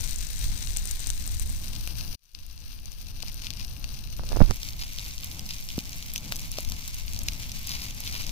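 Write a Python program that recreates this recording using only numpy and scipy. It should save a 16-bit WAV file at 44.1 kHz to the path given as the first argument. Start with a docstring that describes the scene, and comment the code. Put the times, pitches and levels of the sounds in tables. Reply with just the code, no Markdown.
"""Chicken sizzles on a hot stone over an open fire, close to a hand-held phone outdoors.
Throughout, steam bubbles burst in the oil, drops spit, flames murmur and a breeze pushes on the
microphone ports. A finger muffles the right port from the start. Near 1.6 s the phone draws back;
then embers snap now and then. At 2.15 s the level dips briefly. From 3.2 s juice sputters, with a few
dull knocks. At 4.1-4.6 s the finger rubs across the port and slides off with a thump."""
import sys
import numpy as np
from scipy import signal
from scipy.fft import rfft, irfft, next_fast_len
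from scipy.io import wavfile
from scipy.ndimage import uniform_filter1d

SR = 44100
rng = np.random.default_rng(int(sys.argv[2]) if len(sys.argv) > 2 else 0)


def wav_record(signal):
    """Record a signal, one row per channel, as 16-bit PCM in the file named by sys.argv[1]."""
    frames = np.transpose(np.atleast_2d(signal))
    bounded = np.clip(frames, -1, 1)
    # unit amplitude maps onto the largest positive 16-bit level
    quanta = np.round(bounded * 32767).astype(np.int16)
    wavfile.write(sys.argv[1], SR, quanta)


N = 366471
PULL_BACK_S, PORT_LAG_S, TOP_HZ = 1.57, .0003, 15500

# frying, fainter as the phone draws back: (time [s], level [dB], fizz against crackle [dB])
SIZZLE = [(0, -35.5, 0), (1.0, -36.5, -1.5), (1.5, -37, 1), (2.1, -38.5, 3), (2.4, -42.5, -1.5),
          (3.1, -41.5, 0.5), (4.2, -41, -0.5), (4.7, -40, 0), (6.4, -40, 0), (7.45, -40, -1.5),
          (8.3, -37.5, -1)]
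# finger sliding off the right port: (time [s], open share [0-1])
PORT_OPENING = [(4.2, 0.03), (4.38, 0.3), (4.46, 0.5), (4.52, 0.95)]


def undb(db):
    """Decibels to gain."""
    return 10 ** (np.asarray(db) / 20)


def unit(x):
    """Scale to rms 1."""
    return x / np.sqrt(np.mean(x ** 2))


def curve(rows, column=1):
    """One table column, linearly interpolated in time."""
    rows = np.asarray(rows, float)
    return np.interp(np.arange(N) / SR, rows[:, 0], rows[:, column])


def swell(peak_s, half_length_s):
    """Gaussian rise and fall."""
    return np.exp(-.5 * ((np.arange(N) / SR - peak_s) / half_length_s) ** 2)


def walk(per_s):
    """Slewed random steps, rms 1."""
    hold = max(int(SR / per_s), 1)
    steps = np.repeat(rng.standard_normal(N // hold + 1), hold)[:N]
    return unit(uniform_filter1d(steps, hold))


def add(track, time_s, sound):
    """Mix a short sound in."""
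    start = int(time_s * SR)
    track[..., start:start + sound.shape[-1]] += sound[..., :N - start]


def colour(x, points):
    """Minimum-phase filter, so clicks keep their front; points: (frequency [Hz], gain [dB])."""
    size = next_fast_len(N + SR // 4, True) // 2 * 2
    hz, db = np.transpose(points)
    log_hz = np.log(np.maximum(np.arange(size // 2 + 1) * SR / size, 1))
    cepstrum = irfft(np.log(undb(np.interp(log_hz, np.log(hz), db))))
    cepstrum[1:size // 2] *= 2
    cepstrum[size // 2 + 1:] = 0
    return irfft(rfft(x, size) * np.exp(rfft(cepstrum)))[..., :N]


def band(x, hz, q):
    """One resonance; Q has a floor for stability."""
    q = max(q, hz / (SR / 2) * 1.2)
    return signal.lfilter(*signal.iirpeak(min(hz, SR / 2 - 1), q, SR), x)


def bursts(per_s, spread_db):
    """Random clicks: many tiny, a few large."""
    when, chance, side = rng.random((int(per_s * N / SR), 3)).T
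    size = np.minimum(-np.log(1 - chance), 4.6)
    return np.bincount((when * N).astype(int), np.sign(side - .5) * undb(spread_db * size), N)


def flash(decay_s):
    """Sudden burst: a sharp push, a short crack, a faint spray."""
    t = np.arange(SR // 30) / SR
    crack, spray = rng.standard_normal((2, len(t)))
    return (t == 0) + .1 * crack * np.exp(-t / decay_s) + .025 * spray * np.exp(-t / .005)


def thuds(rows):
    """Soft pushes, each a quickly damped sine."""
    t, track = np.arange(SR // 6) / SR, np.zeros(N)
    for time_s, db, hz, q in rows:
        attack = 1 - np.exp(-t / .00016)
        swing = np.sin(2 * np.pi * hz * t) * np.exp(-np.pi * hz * t / q) * attack
        add(track, time_s, undb(db) * swing / swing.max())
    return track


def ports(x, scatter, scatter_s, right_db, lag_s):
    """Sound reaches the left port first; meat and stone scatter a different tail to each port."""
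    t = np.arange(SR // 25) / SR
    tails = rng.standard_normal((2, len(t))) * np.exp(-t / scatter_s)
    tails *= scatter / np.sqrt(np.sum(tails ** 2, axis=1, keepdims=True))
    tails[0, 0] += 1
    tails[1, int(lag_s * SR)] += 1
    stereo = signal.oaconvolve(x[None], tails, axes=1)[:, :len(x)]
    return stereo * undb([[0], [right_db]]) / np.sqrt(1 + scatter ** 2)


def place_crack(crack, db):
    """Set a crack's level over 1 ms and give it its own direction."""
    crack = crack * undb(db) * np.sqrt(SR / 1000 / np.sum(crack ** 2))
    lag_s = rng.uniform(.75, 1.25) * PORT_LAG_S
    return ports(crack, scatter=.2, scatter_s=.0015, right_db=-2.5, lag_s=lag_s)


def pulled_back():
    """Phone position: 0 right above the meat, 1 drawn back."""
    return curve([(PULL_BACK_S - .1, 0), (PULL_BACK_S + .34, 1)])


def fire():
    """Flames flutter low, alike at both ports."""
    # flames: (time [s], level [dB])
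    flames = [(0, -47.5), (1.5, -47), (2.1, -46.5), (2.4, -50.5), (3.6, -46), (7.6, -45), (8.3, -40)]
    # flame spectrum: (frequency [Hz], gain [dB])
    spectrum = [(25, -19), (65, -0.5), (110, -2), (170, -8.5), (250, -12), (310, -19), (380, -28),
                (800, -26)]
    flutter = unit(colour(rng.standard_normal(N), spectrum + [(4000, -52.5)]))
    flicker_db = 2 * walk(per_s=9)
    return flutter * undb(curve(flames) + flicker_db) * undb([[0], [-1.5]])


def breeze():
    """Eddies push on each port independently, harder in gusts."""
    # steady wind: (time [s], left [dB], right [dB])
    wind = [(0, -29.5, -33.5), (2.7, -34.5, -36.5), (3.9, -31, -34.5), (5.9, -36, -38), (8.3, -32.5, -36.5)]
    # gusts on top: (peak time [s], half length [s], left [dB], right [dB])
    gusts = [(.03, 0.05, -38, -49.5), (0.468, 0.047, -25, -24.5), (1.15, 0.45, -35, -33.5),
             (1.43, 0.068, -29, -23), (6.704, 0.047, -25, -48), (7.14, 0.11, -28.5, -33),
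             (8.283, 0.012, -29, -48)]
    # eddy spectrum: (frequency [Hz], gain [dB])
    spectrum = [(8, -6.5), (18, -3), (35, -7), (60, -12), (100, -21), (200, -39.5), (500, -55)]
    eddies = unit(colour(rng.standard_normal((2, N)), spectrum + [(3000, -100)]))
    steady = undb([curve(wind), curve(wind, column=2)])
    gust_power = sum((undb([[left_db], [right_db]]) * swell(peak_s, half_length_s)) ** 2
                     for peak_s, half_length_s, left_db, right_db in gusts)
    return eddies * np.sqrt(steady ** 2 + gust_power)


def knocks():
    """Dull knocks, alike at both ports; the last one is the low body of the ember snap at 7.285 s."""
    # knocks: (time [s], peak [dB], pitch [Hz], Q); the last row is the low body of the snap at 7.285 s
    hits = [(3.234, -31, 716, 1.6), (5.7805, -13, 222, 1.5), (6.585, -20.5, 605, 3.9),
            (7.2854, -33, 900, .8)]
    return thuds(hits)


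def finger():
    """Skin presses the air in the right port and slips across it in small jerks."""
    # skin rubbing: (time [s], level [dB])
    rub = [(4.14, -66), (4.19, -23.5), (4.27, -31), (4.31, -20.5), (4.39, -17.5), (4.42, -7.5),
           (4.47, -25.5), (4.51, -8), (4.56, -64)]
    # slips that suck at the port: (time [s], peak [dB], pitch [Hz])
    slips = [(4.195, -17, 750), (4.2356, -21, 600), (4.319, -14, 576), (4.330, -14.5, 590),
             (4.3611, -13, 600), (4.3699, -8, 456), (4.4047, -3.5, 505), (4.406, -1.5, 244),
             (4.413, -5, 476), (4.4165, 6, 181), (4.5103, -8.5, 1010)]
    # air shoved into the port: (time [s], peak [dB], pitch [Hz], Q)
    shoves = [(4.4085, -5, 54, 0.91), (4.4186, -1, 89.5, 0.47), (4.419, 4, 26, 1.5)]
    slip_q = .87  # skin damps a slip within a cycle
    spectrum = [(8, -28), (20, -3), (50, -9.5), (120, -21.5), (400, -37.5), (2000, -52.5), (8000, -103)]
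    pressure = unit(colour(rng.standard_normal(N), spectrum)) * undb(curve(rub))
    suction = thuds([(time_s, db, hz, slip_q) for time_s, db, hz in slips])
    return np.array([[0], [1]]) * (pressure + thuds(shoves) - suction)


def muffle(sound):
    """Under the finger the right port loses treble."""
    # covered port: (frequency [Hz], gain [dB])
    cover = [(500, -6), (1500, -6.5), (2700, 1), (4000, -16), (5500, -23), (7500, -37), (10500, -15.5),
             (14500, -12.5)]
    left, right = sound
    opening = curve(PORT_OPENING)
    return np.array([left, opening * right + (1 - opening) * colour(right, cover)])


def embers():
    """Burning wood splits with a dry, full snap that does not ring."""
    # snaps under the stone: (time [s], level [dB], pitch [Hz], Q, decay [s])
    snaps = [(1.8752, -22, 8000, .45, 0.00087), (2.3495, -23, 4950, 2.7, 0.00035),
             (3.8426, -25.5, 3960, 1.8, .0005), (6.16, -18, 5100, 1, 0.00055),
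             (6.3226, -17.5, 3370, 0.57, 0.00043), (6.5861, -22.5, 3200, 0.36, 0.00063),
             (6.7208, -23, 4800, 0.78, 0.00045), (7.2853, -15, 4800, 1.5, .0006)]
    track = np.zeros((2, N))
    for time_s, db, hz, q, decay_s in snaps:
        add(track, time_s, place_crack(band(flash(decay_s), hz, q), db))
    return track


def stray_drops(per_s, over_db, near_hz, wide_hz):
    """Random small drops that follow the frying level: (time [s], level [dB], pitch [Hz], decay [s])."""
    spread_db, spread_oct, decay_s = 2, .3, .00084
    when, size, pitch = rng.random((int(per_s * N / SR), 3)).T
    times_s = when * N / SR
    db = curve(SIZZLE)[(when * N).astype(int)] + over_db + spread_db * (2 * size - 1)
    hz = np.where(times_s < PULL_BACK_S, near_hz, wide_hz) * 2 ** (spread_oct * (2 * pitch - 1))
    return [(*drop, decay_s) for drop in zip(times_s, db, hz)]


def spits():
    """Drops flash to steam, too small for much bass; their blisters ring briefly."""
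    # loudest drops: (time [s], level [dB], pitch [Hz], decay [s])
    pops = [(.008, -22, 7300, .0005), (.0398, -23, 7200, .0006), (.0475, -31, 8200, .0005),
            (.059, -28.5, 6800, .0005), (.1105, -24.5, 7400, .0005), (.1602, -22.5, 7200, 0.00057),
            (.1852, -26.5, 6200, .0005), (.1894, -31, 7000, .0005), (.2078, -26.5, 4900, .0005),
            (.2698, -26, 6250, .0005), (.3911, -25, 7500, .0005), (.4552, -34, 8200, .0005),
            (.5768, -29, 7400, .0005), (.625, -29, 6000, .0005), (.6728, -27, 4260, .0006),
            (.7061, -27.5, 4500, .0005), (.7645, -25, 4500, .0006), (.7708, -14.5, 7260, 0.00052),
            (.7848, -24.5, 4700, .0006), (.7939, -29, 8000, .0005), (.8553, -20, 7950, .0007),
            (.8742, -24, 7800, .0006), (.8937, -28, 7500, .0005), (.9113, -18.5, 7000, 0.0011),
            (.9137, -22, 11000, 0.00057), (.9943, -25.5, 7260, .0005), (.9995, -31, 7600, .0009),
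            (1.003, -24.5, 7000, .0005), (1.0711, -19, 6900, 0.0016), (1.0925, -26, 7800, .0005),
            (1.1022, -15.5, 6150, 0.00056), (1.2655, -22, 12500, .0005), (1.2767, -21, 7660, .0004),
            (1.3153, -29, 8800, .0005), (1.3509, -29, 8800, .0005), (1.3975, -18, 8300, 0.00039),
            (1.424, -24, 11500, .0005), (1.5002, -27, 9500, .0005), (1.7339, -31.5, 4200, .0005),
            (1.7531, -29, 4600, .0005), (1.7631, -30, 4000, 0.00054), (2.0098, -25.5, 3920, .00043),
            (2.389, -32, 4600, 0.00055), (2.4652, -28, 8000, .0005), (2.5779, -32.5, 4770, 0.00036),
            (2.7192, -36, 4400, .0005), (2.7898, -36.5, 3400, .0005), (2.8576, -26, 6000, .0008),
            (2.9189, -29, 6500, .0005), (3.0157, -31, 12500, .0005), (3.204, -31, 4500, .0005),
            (3.2243, -26.5, 4530, .0005), (3.2277, -21.5, 4670, .00038), (3.283, -25.5, 4900, .002),
            (3.3183, -37, 4330, .0005), (3.3438, -26.5, 8350, .0006), (3.4199, -29, 4130, 0.00079),
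            (3.4385, -33, 4200, .0005), (3.445, -28, 4700, .0005), (3.4508, -34, 4600, .0005),
            (3.4558, -32, 4700, .0005), (3.4687, -23, 4000, 0.00048), (3.5049, -21, 4100, 0.00092),
            (3.5128, -34, 4200, 0.00054), (3.5365, -29, 4900, .0005), (3.5711, -30.5, 4500, .0005),
            (3.5969, -28.5, 4200, .0005), (3.6133, -30, 4200, 0.00039), (3.6483, -28, 4950, .0005),
            (3.8911, -30.5, 4530, .0005), (3.9461, -34, 4900, .0005), (3.9904, -31, 4700, .0005),
            (4.0738, -34, 4270, .0005), (4.1006, -36, 4600, .0005), (4.1669, -31, 5600, .0005),
            (4.29, -25.5, 4840, .0007), (4.3229, -25.5, 4460, .0012), (4.3652, -26, 5200, .0006),
            (4.4234, -30, 3900, .0006), (4.4611, -32, 4600, 0.00046), (4.5091, -21.5, 4950, 0.001),
            (4.6185, -33, 5000, .0005), (4.6316, -23, 4960, .00036), (4.6883, -25.5, 4700, 0.00036),
            (4.7067, -34, 4700, .0005), (4.7333, -32, 5030, .0005), (4.7931, -30, 4400, .0009),
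            (4.8156, -30.5, 4400, .0005), (4.8257, -29.5, 4300, 0.00042), (4.986, -24.5, 4200, 0.00066),
            (4.995, -29, 4200, .0005), (5.0629, -33, 4300, .0005), (5.1086, -34.5, 4700, .0005),
            (5.1806, -29, 4700, .0005), (5.2345, -30, 3500, 0.0006), (5.245, -22.5, 10100, 0.001),
            (5.3149, -28.5, 4640, .0005), (5.3941, -24, 5260, .00065), (5.4631, -32, 5800, .0005),
            (5.4912, -28, 4700, .0005), (5.508, -24.5, 3800, 0.00048), (5.5373, -31, 5340, .0005),
            (5.6547, -34, 11000, .0005), (5.6885, -25.5, 4770, 0.0033), (5.7031, -28.5, 3800, 0.00056),
            (5.7897, -22, 4120, 0.00099), (5.8941, -28.5, 5050, 0.00067), (5.9303, -30, 5000, .0006),
            (5.9656, -32, 10000, .0008), (6.0258, -29, 4200, .0005), (6.1372, -21, 8850, .0007),
            (6.1789, -22, 5670, 0.0029), (6.3588, -22.5, 6900, .0006), (6.3654, -24, 7950, .0009),
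            (6.3946, -24.5, 7000, .0007), (6.4045, -30.5, 6800, .0005), (6.5166, -21.5, 7500, .0006),
            (6.6055, -23, 8500, .0005), (6.6491, -26.5, 5200, .0005), (6.6888, -29, 5700, .0005),
            (6.6988, -27, 6070, .0005), (6.8782, -23, 8700, .0004), (6.945, -24.5, 6250, .0004),
            (7.0809, -29, 4500, .0005), (7.1345, -23, 6750, .0007), (7.1462, -30, 5300, .0005),
            (7.1636, -27.5, 4940, 0.00066), (7.1903, -21.5, 6800, 0.0023), (7.2336, -24.5, 7700, 0.0026),
            (7.2384, -30, 9000, .0005), (7.3342, -27.5, 5000, .0009), (7.4952, -29.5, 4500, .0005),
            (7.5177, -25.5, 5200, 0.00079), (7.6717, -19.5, 7400, 0.002), (7.693, -24, 6100, .0022),
            (7.7073, -31, 4300, .0006), (7.7175, -24, 4220, .0007), (7.7536, -29, 4200, .0007),
            (7.8396, -29, 6160, 0.00056), (8.0047, -23, 8500, .0008), (8.0689, -28, 3700, .0007),
            (8.0759, -24, 4120, 0.00056), (8.1253, -30, 5200, .0005), (8.143, -27.5, 3450, 0.00066),
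            (8.1587, -34, 3600, .0005), (8.2671, -27, 6200, .0012), (8.2936, -26, 4270, .0005)]
    ring_db, ring_spread_oct = -4.5, .18
    bass_db, skirt_hz, low_edge_hz = -16, 2600, 1240
    drops = stray_drops(per_s=30, over_db=4.5, near_hz=7040, wide_hz=5040)
    ticks = stray_drops(per_s=20, over_db=5, near_hz=11000, wide_hz=11000)
    track = np.zeros((2, N))
    for time_s, db, hz, decay_s in list(pops) + drops + ticks:
        push = flash(decay_s)
        modes_hz = hz * 2 ** (ring_spread_oct * rng.uniform(-1.23, 1, 2))
        ring = sum(band(push, mode_hz, q=5.3) for mode_hz in modes_hz)
        crack = band(push, hz, q=1) + undb(ring_db) * ring
        cutoff_hz = np.clip(hz - skirt_hz, low_edge_hz, TOP_HZ)
        highpass = signal.butter(4, cutoff_hz, "high", fs=SR, output="sos")
        pop = signal.sosfilt(highpass, crack) + undb(bass_db) * push
        add(track, time_s, place_crack(pop, db))
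    return track


def cracks():
    """Spits and ember snaps, coloured by the phone's position."""
    # response right above the meat and further back: (frequency [Hz], gain [dB])
    near = [(1500, 7), (2500, 4), (4000, 3.5), (5000, 1), (6100, 5), (7000, 1.5), (8200, 4), (10000, 1),
            (12000, -3.5), (14500, -1)]
    wide = [(1500, 4.5), (2000, 4), (2450, 8.5), (3500, 4.5), (5000, 3), (6200, 5), (7300, -2.5),
            (9500, -2.5), (12000, 2), (15000, 2.5)]
    sound, back = spits() + embers(), pulled_back()
    return (1 - back) * colour(sound, near) + back * colour(sound, wide)


def sputters():
    """Juice runs onto bare stone and boils away in short rushes of large bubbles."""
    # rushes: (peak time [s], level [dB], half length [s], pitch [Hz])
    rushes = [(3.285, -41, .018, 4800), (3.456, -36, 0.021, 4500), (3.597, -39, 0.029, 4730),
              (4.42, -44, .064, 4300), (4.824, -35, 0.019, 4230), (4.989, -39, 0.015, 4400),
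              (5.508, -35, 0.013, 4570), (6.568, -40.5, 0.041, 4400), (7.733, -34.5, 0.046, 4340),
              (7.838, -37.5, 0.021, 4760), (8.062, -35.5, 0.026, 4070), (8.145, -34.5, 0.023, 3960),
              (8.204, -37, 0.013, 4400), (8.275, -36, 0.01, 4600)]
    spectrum = [(400, 1), (1700, 2.5), (2300, 3.5), (3500, -3.5), (4600, 5), (6200, -1), (7500, -10),
                (15000, 2.5)]
    clicks = bursts(per_s=1100, spread_db=3.5)
    stereo = ports(clicks, scatter=.3, scatter_s=.002, right_db=-1.5, lag_s=PORT_LAG_S)
    bubbles = colour(stereo, spectrum)
    return sum(undb(db) * swell(peak_s, half_length_s) * unit(band(bubbles, hz, q=.84))
               for peak_s, db, half_length_s, hz in rushes)


def wet_spots(count):
    """Each wet spot on the stone has its own place, bubble size and flurries."""
    sound = 0
    # the smallest, brightest bubbles burst most unevenly
    for hz, spread_db in zip(np.geomspace(2800, 14000, count), np.linspace(3.3, 5.2, count)):
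        clicks = bursts(per_s=400, spread_db=spread_db)
        bubbles = unit(band(clicks, hz, q=.55)) * undb(walk(per_s=40))
        lag_s = rng.uniform(.75, 1.25) * PORT_LAG_S
        sound = sound + ports(bubbles, scatter=.45, scatter_s=.003, right_db=-2, lag_s=lag_s)
    return unit(sound)


def frying():
    """Steam bubbles burst in the oil: small ones fizz, larger ones crackle, far ones merge into hiss."""
    # spectrum right above the meat, further back, and with the grip changed: (frequency [Hz], gain [dB])
    near = [(150, -28), (400, -10), (800, -12), (1200, -11), (1800, -4), (2800, -9.5), (3900, 0.5),
            (5000, -4), (6100, 0), (7000, -6.5), (8200, -1.5), (9200, -6), (10500, -6), (12500, -9.5),
            (14300, -4)]
    wide = [(150, -14), (400, -7.5), (800, -10.5), (1150, -8.5), (1650, -6.5), (2100, -12), (2700, -6),
            (3500, -5), (4200, -1), (5000, -2), (6200, -2), (7000, -18), (8500, -11.5), (10000, -8),
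            (12000, -8.5), (14500, -6)]
    uncovered = [(150, -28), (400, -9.5), (800, -7.5), (1300, -8.5), (1800, -7), (2200, 0.5), (3400, -3),
                 (4200, -2), (5000, -2), (6200, -0.5), (7000, -4.5), (7800, -7.5), (9700, -8.5),
                 (12000, -6.5), (15000, -4)]
    hiss_db, flurry_db, crossover_hz = -5.5, 1.5, 6800
    hiss = rng.standard_normal((2, N)) * undb(hiss_db)
    bubbles = unit((wet_spots(count=10) + hiss) * undb(flurry_db * walk(per_s=35)))
    back, opening = pulled_back(), curve(PORT_OPENING)
    positions = [(near, 1 - back), (wide, back * (1 - opening)), (uncovered, opening)]
    sound = sum(share * unit(colour(bubbles, spectrum)) for spectrum, share in positions)
    # running juice makes the bubbles coarse, a drying stone makes them fine
    coarse = signal.sosfiltfilt(signal.butter(2, crossover_hz, fs=SR, output="sos"), sound)
    fizz_gain = undb(curve(SIZZLE, column=2))
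    balanced = (coarse + fizz_gain * (sound - coarse)) / np.sqrt((1 + fizz_gain ** 2) / 2)
    return balanced * undb(curve(SIZZLE))


def scene():
    """Frying and fire before the phone, wind and handling on it."""
    # the whole sound drops out and fades back in: (time [s], gain [dB])
    dip = [(2.152, -1.5), (2.163, -46), (2.24, -20.5), (2.34, -17.5), (2.349, -8), (3.3, -2.5)]
    # the low rumble drops out more deeply during the dip: (time [s], gain [dB])
    rumble_dip = [(2.15, 2), (2.18, -9), (2.32, -8), (2.335, 1.5)]
    cooking = muffle(frying() + sputters() + cracks())
    rumble = (fire() + breeze()) * undb(curve(rumble_dip))
    return (cooking + knocks() + rumble + finger()) * undb(curve(dip))


def record(dry):
    """The phone soft-clips the finger's thump and cuts the top."""
    ceiling = .84
    clipped = dry / (1 + (dry / ceiling) ** 8) ** (1 / 8)
    return signal.sosfilt(signal.ellip(10, .2, 70, TOP_HZ, fs=SR, output="sos"), clipped)


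dry = scene()
out = record(dry)
wav_record(out)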